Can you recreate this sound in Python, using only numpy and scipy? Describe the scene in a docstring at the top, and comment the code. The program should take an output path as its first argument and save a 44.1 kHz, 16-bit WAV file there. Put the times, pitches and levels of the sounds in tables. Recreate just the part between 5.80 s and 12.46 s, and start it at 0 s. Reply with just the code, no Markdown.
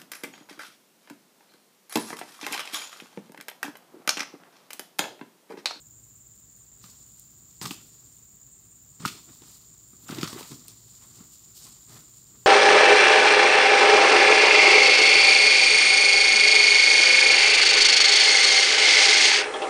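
"""Cicadas drone (pulsing noise bands), a cricket chirps in paired strokes (gated tone) and another insect
buzzes (modulated noise) throughout, over a far machine's low hum (wavering sines) and the air of the grove.
Two roosters shuffle on dry leaves (shaped noise), with a faint blow at 1 s, then clash at 1.8, 3.2 and 4.3 s.
Wings slap (ringing bursts), bodies thump (low pulses), feathers swish and twigs snap (shaped noise);
trunks scatter the blows back (decaying noise echoes). After the longest clash, scuffling goes on to the end."""
import sys
import numpy as np
from scipy import signal
from scipy.fft import rfft, irfft, next_fast_len
from scipy.io import wavfile
from scipy.ndimage import map_coordinates

SR = 44100
rng = np.random.default_rng(int(sys.argv[2]) if len(sys.argv) > 2 else 0)


def master_out(mix):
    """Clip the mix to full scale and print it as 16-bit PCM to the path in sys.argv[1]."""
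    frames = np.transpose(np.atleast_2d(mix))
    ceiling = np.clip(frames, -1, 1)
    pcm = np.round(ceiling * 32767).astype(np.int16)
    wavfile.write(sys.argv[1], SR, pcm)


N = 293706


def amp(db):
    """Decibel law: amplitude ratio of a level."""
    return 10 ** (np.asarray(db) / 20)


def unit(x):
    """Normalisation to an rms of 1."""
    return x / np.sqrt(np.mean(x ** 2) + 1e-20)


def along(points, hz):
    """Interpolation of (Hz, value) points on a logarithmic frequency axis."""
    f, v = np.transpose(points)
    return np.interp(np.log(hz + 1), np.log(f + 1), v)


def wobble(rate):
    """Slow random modulation: a smooth curve through normal random knots, rate of them a second."""
    knots = rng.standard_normal(int(N * rate / SR) + 4)
    return map_coordinates(knots, [np.arange(N) * rate / SR])


def filtered(x, response):
    """Linear filtering: the spectrum of x times a response of frequency."""
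    m = next_fast_len(N + SR // 2)
    return irfft(rfft(x, m) * response(np.fft.rfftfreq(m, 1 / SR)), m)[..., :N]


def coloured(x, spectrum):
    """Spectral shaping: x weighted by (Hz, dB) points, silent outside their ends, rms 1."""
    lowest_hz, highest_hz = spectrum[0][0], spectrum[-1][0]

    def response(hz):
        return amp(along(spectrum, hz)) * (hz > lowest_hz) * (hz < highest_hz)

    return unit(filtered(x, response))


def bells(middles, width):
    """Amplitude gating: a smooth swell of height 1 around each time."""
    t, m = np.arange(N) / SR, np.sort(middles)
    after = np.clip(np.searchsorted(m, t), 0, len(m) - 1)
    before = np.maximum(after - 1, 0)
    nearest = np.minimum(np.abs(t - m[after]), np.abs(t - m[before]))
    return np.exp(-(nearest / width) ** 4)


def band(lo_hz, hi_hz, x):
    """Causal band-pass filtering."""
    return signal.sosfilt(signal.butter(2, [lo_hz, hi_hz], "band", fs=SR, output="sos"), x)


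def surges(rows, *beds_db):
    """Incoherent addition: each row swells to its peak and fades, its power added to a bed, as gains."""
    t, power = np.arange(N) / SR, amp(2 * np.array(beds_db))
    for s, rise, fall, *db in rows:
        at = slice(max(round((s - .4) * SR), 0), round((s + .6) * SR))
        # straight slopes in dB, 20 dB down after one rise or fall time
        slope_db = -20 * np.maximum((s - t[at]) / abs(rise), (t[at] - s) / abs(fall))
        power[:, at] += amp(2 * (np.array(db)[:, None] + slope_db))
    return np.sqrt(power)


def slaps():
    """Impact and damped resonance: a cupped wing rings briefly as contact bursts into a crack and thin edge."""
    # slaps of wing, spur and beak: start_s, level_db (before filtering), body_db (relative to level_db),
    # body_hz, t60_s
    contacts = [(1.0398, -39.5, -9.5, 1210, 0.03), (1.814, -17.5, -13, 1050, 0.0092),
                (1.822, -35, -11, 942, 0.016), (1.8543, -21.5, -8.5, 1220, 0.022),
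                (1.8583, -19, -7.5, 1090, .016), (1.908, -17.5, -14, 1150, 0.012),
                (1.912, -27.5, -3, 810, 0.015), (1.916, -28, -8, 930, 0.0091),
                (3.251, -20.5, 7.5, 1287, 0.012), (3.2552, -13.5, -8.5, 1360, 0.016),
                (3.2596, -21.5, -12, 1430, 0.024), (3.2764, -22, -24, 1320, 0.065),
                (3.62, -43, -4, 900, 0.016), (4.1322, -54.5, 2.5, 1230, .018),
                (4.283, -31, -24, 1180, .017), (4.2906, -34.5, 6.5, 1320, 0.017),
                (4.3071, -28.5, -19, 1160, 0.036), (4.347, -28, -19, 1361, 0.018),
                (4.375, -37, -12, 1370, .02), (4.3842, -29, -12, 920, 0.049),
                (4.4113, -23.5, -22, 1360, 0.032), (4.4304, -12.5, -8.5, 1320, 0.012),
                (4.4374, -19, -20, 1310, 0.018), (4.443, -24, -19, 1500, .023),
                (4.475, -22, -12.5, 1215, 0.023), (4.528, -27, -5, 1070, .019),
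                (4.5468, -32, -11, 999, .012), (4.6074, -32.5, -4, 950, 0.019),
                (4.6278, -35, -14, 1290, .04), (4.7157, -36.5, -15, 1210, 0.021),
                (4.7426, -38, -16, 1010, .016), (5.4047, -43, -13, 1350, .011)]
    rise_s, edge_db = .0004, -17  # the edge level is relative to level_db
    body, crack, edge = np.zeros((3, N + SR))
    t = np.arange(SR // 10) / SR
    rise = 1 - np.exp(-t / rise_s)
    for s, db, body_db, hz, t60 in contacts:
        shape = amp(db - 60 * t / abs(t60)) * rise
        burst = shape * rng.standard_normal((3, len(t)))
        ring = shape * np.sin(2 * np.pi * hz * t)
        at = slice(round(s * SR), round(s * SR) + len(t))
        body[at] += amp(body_db) * (1.24 * ring + 1.72 * burst[0])
        crack[at] += 1.05 * burst[1]
        edge[at] += amp(edge_db) * burst[2]
    body = band(740, 2320, band(740, 2320, body[:N]))
    return body + band(2130, 5960, crack[:N]) + band(8000, 15500, edge[:N])


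def thumps():
    """Volume displacement: each blow squeezes out a low push of air, a cosine under a Gaussian envelope."""
    # thumps of breast and cupped wing: centre_s, level_db (before filtering), pitch_hz,
    # cycles (count between the 1/e points of the envelope)
    pushes = [(1.044, -43.5, 153, 1.15), (1.816, -30, 200, 0.5), (1.846, -32.5, 153, 0.85),
              (1.867, -30, 153, 1.4), (1.912, -27.5, 245, 1.08), (3.206, -36.5, 247, 2.3),
              (3.22, -39, 159, 2.2), (3.238, -37, 158, 2.1), (3.26, -20, 182, 0.67),
              (3.621, -44.5, 333, 1.8), (4.135, -42.5, 170, 0.53), (4.301, -25.5, 216, 0.83),
              (4.327, -24, 234, 0.91), (4.347, -33, 250, 0.59), (4.387, -24.5, 298, 2.15),
              (4.433, -16, 219, 0.76), (4.439, -27, 201, 0.54), (4.531, -26.5, 199, 0.45),
              (4.564, -32, 363, 3), (4.611, -33, 370, 1.3), (4.744, -44, 161, 0.63),
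              (5.41, -38.5, 184, 1.1)]
    out, t = np.zeros(N), np.arange(-SR // 20, SR // 20) / SR
    for s, db, hz, cycles in pushes:
        envelope = np.exp(-(2 * hz * t / cycles) ** 2)
        out[round(s * SR) - SR // 20:][:len(t)] -= amp(db) * np.cos(2 * np.pi * hz * t) * envelope
    return band(119, 890, out)


def grove(x):
    """Diffuse scattering: trunks and fronds return each frequency as noise that decays at its own speed."""
    # decay of the scattered sound: frequency_hz, t60_s
    decay = [(150, 0.16), (1000, 0.12), (4000, 0.44), (12000, 0.21)]
    # a tail drawn anew for each 1/25 s of sound keeps the scattering even
    out, step = np.zeros(N + SR), SR // 25
    for start in range(0, N, step):
        piece = x[start:start + step]
        if np.abs(piece).max() > 1e-4:  # near-silent pieces return nothing
            hz, t, z = signal.stft(rng.standard_normal(SR // 2), SR, nperseg=256)
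            fade = amp(-60 * t / along(decay, hz)[:, None])
            tail = signal.istft(z * fade, SR, nperseg=256)[1]
            echo = signal.fftconvolve(piece, tail / np.linalg.norm(tail))
            out[start + 250:][:len(echo)] += echo  # 250 samples of delay
    return out[:N]


def scuffle():
    """Friction and turbulence: leaves crackle in uneven grains, feathers swish and wings push air."""
    # spectra of leaf crackle, dry shreds, feather swish and pushed air: frequency_hz, level_db
    leaf_spectrum, shred_spectrum = [(1400, -37), (2300, -17), (3100, -10), (4400, -1), (6000, -3.5),
                                     (8000, 0), (9500, -7.5), (10500, -31.5)], [(8500, -12), (9700, -5), (12000, -0.5), (15000, 1.5),
                                                     (15900, -13)]
    feather_spectrum, air_spectrum = [(450, -16), (620, -7.5), (950, -6), (1150, -2.5), (1400, -5.5),
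                                      (1600, -10.5), (2000, -9.5), (2400, -12.5), (4000, -10)], [(60, -54), (110, 6), (160, 1.5), (330, -2.5),
                                                        (450, -8.5), (600, -28.5)]
    # feet and bodies ploughing the litter: peak_s, rise_s, fall_s (both over 20 dB),
    # leaf_db, shred_db
    scrambles = [(1.04, 0.04, 0.28, -54, -60), (1.36, .1, 0.45, -63, -66), (1.71, .12, .2, -65, -76),
                 (1.82, 0.0089, 0.071, -36, -44), (1.862, 0.014, 0.086, -41.5, -49),
                 (1.915, 0.017, 0.061, -40.5, -46.5), (1.99, 0.11, .2, -61, -63),
                 (3.204, 0.013, .3, -50, -69.5), (3.256, 0.012, 0.11, -40, -47),
                 (3.36, 0.091, 0.23, -56, -63), (3.55, 0.12, 0.13, -59, -65),
                 (3.645, 0.087, 0.32, -56.5, -68), (3.765, 0.18, 0.088, -53.5, -57.5),
                 (4.24, 0.12, 0.22, -60.5, -61), (4.284, 0.0086, 0.3, -46, -52),
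                 (4.347, .01, 0.22, -51, -58), (4.412, .015, 0.18, -43.5, -53),
                 (4.478, .015, 0.18, -44.5, -52), (4.53, .015, 0.14, -50, -55),
                 (4.585, 0.028, .3, -47, -51.5), (4.72, .08, 0.11, -49, -61), (4.885, .006, .08, -50, -62),
                 (5.15, 0.1, .15, -57.5, -65), (5.25, .1, 0.17, -65, -70), (5.37, 0.1, 0.12, -56, -63),
                 (5.54, .07, 0.13, -56, -60), (5.77, 0.043, 0.16, -49.5, -55), (5.85, .06, 0.14, -49, -58),
                 (6.095, .03, 0.33, -55, -61), (6.15, .05, 0.16, -55, -60), (6.38, .12, 0.11, -60, -63)]
    # wing beats: peak_s, rise_s, fall_s (both over 20 dB), swish_db, air_db
    beats = [(1.06, .06, 0.13, -59.5, -61.5), (1.82, 0.0067, 0.14, -46.5, -41.5),
             (1.85, 0.026, .06, -41, -40.5), (1.925, .1, 0.14, -54.5, -54.5), (2.0, 0.11, 0.22, -74, -58.5),
             (3.202, 0.0076, 0.22, -51, -47), (3.252, 0.037, 0.054, -45, -39.5),
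             (3.36, 0.12, 0.1, -56, -53.5), (3.5, 0.097, 0.11, -61, -55), (3.63, 0.038, 0.24, -60.5, -59),
             (4.14, 0.024, 0.059, -69, -60), (4.24, .06, .2, -68, -57), (4.288, 0.0077, 0.23, -45.5, -43.5),
             (4.32, 0.055, 0.044, -43.5, -47), (4.37, 0.037, 0.18, -43.5, -42),
             (4.445, .04, 0.055, -45, -56), (4.48, .02, 0.068, -50, -45), (4.55, 0.086, .15, -46.5, -44.5),
             (4.595, .08, 0.12, -48, -54.5), (4.72, 0.031, 0.092, -54, -44.5), (4.8, 0.068, 0.21, -65, -57),
             (4.895, 0.044, 0.082, -61.5, -56), (5.23, .1, 0.16, -63, -61), (5.4, 0.12, 0.12, -61.5, -55.5),
             (5.855, 0.12, 0.18, -59.5, -58), (6.1, 0.044, 0.18, -58, -52.5), (6.155, 0.06, 0.12, -55, -54),
             (6.55, 0.17, 0.21, -71, -58)]
    # restless shuffling between the clashes: time_s, leaf_db
    shuffle = [(0, -73), (.15, -75), (.4, -76), (.6, -73), (.95, -72), (1.2, -66), (1.6, -73.5),
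               (2.05, -60.5), (2.3, -66.5), (2.6, -73.5), (3.15, -69), (3.45, -63), (4.1, -66),
               (4.8, -58.5), (5.05, -60), (5.5, -62), (5.95, -59.5), (6.3, -63.5), (6.66, -63)]
    shuffle_db = np.interp(np.arange(N) / SR, *np.transpose(shuffle))

    def follow(db, share):
        """Proportional levels: db at -70 dB of crackle, plus share dB for each dB above that."""
        return db + share * (shuffle_db + 70)

    def grainy(depth_db, rate):
        """Amplitude modulation: noise of randomly wavering level."""
        return amp(depth_db * wobble(rate)) * rng.standard_normal(N)

    leaf_gain, shred_gain = surges(scrambles, shuffle_db, follow(-75.5, 0.9))
    swish_gain, air_gain = surges(beats, follow(-77, .4), follow(-68, 0.18))
    # the litter breaks in clumps, coarse and fine together
    crunch = amp(.8 * wobble(45) + 1.8 * wobble(250))
    leaves = coloured(crunch * grainy(depth_db=-1.0, rate=300), leaf_spectrum)
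    shreds = coloured(crunch * grainy(depth_db=1.0, rate=600), shred_spectrum)
    swish = coloured(grainy(depth_db=2.5, rate=77), feather_spectrum)
    air = coloured(grainy(depth_db=1.5, rate=47), air_spectrum)
    return leaf_gain * leaves + shred_gain * shreds + swish_gain * swish + air_gain * air


def twigs():
    """Brittle fracture: a dry twig's snap is a very short, decaying burst of bright noise."""
    # snaps: start_s, level_db (before filtering), lowest_hz
    snaps = [(.555, -52, 9000), (.974, -52, 9000), (1.318, -45, 4500), (1.397, -33.5, 7500),
             (2.016, -46, 3000), (4.882, -30, 3500), (5.891, -40, 8000)]
    out, t = np.zeros(N), np.arange(SR // 100) / SR
    for s, db, low_hz in snaps:
        snap = amp(db - 60 * t / .009) * rng.standard_normal(len(t))  # t60 of 9 ms
        out[round(s * SR):][:len(t)] += band(low_hz, 15500, snap)
    return out


def cicadas():
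    """Incoherent chorus: countless tymbal clicks blur into two noise bands; the nearest singer throbs."""
    # spectra of the tymbal's tone and of its overtone: frequency_hz, level_db
    tone_spectrum, overtone_spectrum = [(5800, -32), (6500, -17), (6950, -2), (7300, 0), (7600, -8),
                                        (8100, -18), (8800, -24), (9900, -36)], [(12800, -18), (13400, -11), (13800, -3), (14250, 0),
                                                        (14500, -4), (14800, -3), (15200, -6), (15800, -6)]
    near_spectrum = [(14450, -18), (14700, -1), (14850, 0), (15100, -18)]
    throb_hz = 17.0 + 0.31 * wobble(1.5)
    throb = np.sin(2 * np.pi * np.cumsum(throb_hz) / SR)

    def clicks():
        """Random superposition: noise of quickly wavering level."""
        return amp(1.6 * wobble(400)) * rng.standard_normal(N)

    tone = amp(-54.5 + 1.3 * throb + .5 * wobble(7)) * coloured(clicks(), tone_spectrum)
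    overtone = amp(-66 + .6 * wobble(4.3)) * coloured(clicks(), overtone_spectrum)
    near = amp(-73 + 5 * throb) * coloured(clicks(), near_spectrum)
    return tone + overtone + near


def cricket():
    """Stridulation: two strokes of the wing file per chirp on a nearly pure pitch, with a weak trunk echo."""
    # phrases: first_chirp_s, pairs (count of stroke pairs)
    phrases = [(-.030, 4), (.796, 6), (2.092, 3), (2.721, 21)]
    pair_every_s, echo_delay_s, echo_db = .1957, .017, -10
    first = np.concatenate([s + pair_every_s * np.arange(pairs) for s, pairs in phrases])
    strokes = bells(np.concatenate([first - .001, first + .041]), width=.009)
    pitch_hz = 8478 + 30 * wobble(60)
    level_db = -60.5 + 2 * wobble(12) + 1.5 * wobble(150)
    song = amp(level_db) * strokes * np.sin(2 * np.pi * np.cumsum(pitch_hz) / SR)
    return song + amp(echo_db) * np.roll(song, round(echo_delay_s * SR))


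def buzzer():
    """Amplitude modulation: an insect's fast rasps pulse a narrow noise band for a tenth of a second."""
    # buzzes: middle_s, level_db
    buzzes = [(.24, -69), (.77, -68), (1.29, -69), (1.8, -74), (2.35, -67.5), (2.87, -69), (3.6, -70),
              (4.12, -68), (4.76, -70), (5.268, -67), (5.83, -66), (6.37, -68)]
    t = np.arange(N) / SR
    rasps = (1 + 0.32 * np.sin(2 * np.pi * 140 * t)) * rng.standard_normal(N)
    tone = coloured(rasps, [(8600, -21), (8900, 3), (9200, -4), (9450, -21), (9700, -28)])
    return tone * sum(amp(db) * bells([s], width=0.061) for s, db in buzzes)


def background():
    """Beats and broadband noise: wavering low machine tones lie over far rumble and the air of the grove."""
    # tones of the far machine: pitch_hz, level_db, waver_hz
    hum_tones = [(51.5, -69.5, 0.25), (62, -68, 0.28), (116.6, -66, 6.07)]
    # steady air of the grove and far rumble: frequency_hz, level_db
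    air_spectrum = [(12, -30), (40, -12), (70, -3.5), (110, 4), (170, -2.5), (300, -14.5), (450, -18),
                    (1200, -21.5), (2500, -25), (4300, -23), (6000, -20), (10400, -34), (13000, -27),
                    (16000, -20.5)]
    hum = np.zeros(N)
    for hz, db, waver in hum_tones:
        level = amp(db + 1.2 * wobble(2.7))
        hum += level * np.sin(2 * np.pi * np.cumsum(hz + waver * wobble(17)) / SR)
    air_level = amp(-63 + 0.27 * wobble(4.3))
    return hum + air_level * coloured(rng.standard_normal(N), air_spectrum)


def scene():
    """Superposition: every source adds at one point, and only the blows excite the grove's echo."""
    blows = slaps() + thumps()
    birds = blows + amp(-8.5) * grove(blows) + scuffle() + twigs()
    mono = birds + cicadas() + cricket() + buzzer() + background()
    return np.array([mono, mono])


def record(dry):
    """Band limiting: a faint opposed hiss parts the channels; the deepest bass and the top are cut."""
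    # hiss between the channels: frequency_hz, level_db
    hiss_spectrum = [(25, 7), (100, -7), (600, -2.5), (1500, -28), (4000, -12), (7000, -22), (12000, -6),
                     (15000, -4)]
    top_hz, bass_hz = 15760, 30
    faint = amp(-86) * coloured(rng.standard_normal(N), hiss_spectrum)
    both = dry + np.array([faint, -faint])
    return filtered(both, lambda hz: (hz < top_hz) * hz ** 2 / (hz ** 2 + bass_hz ** 2))


dry = scene()
out = record(dry)
master_out(out)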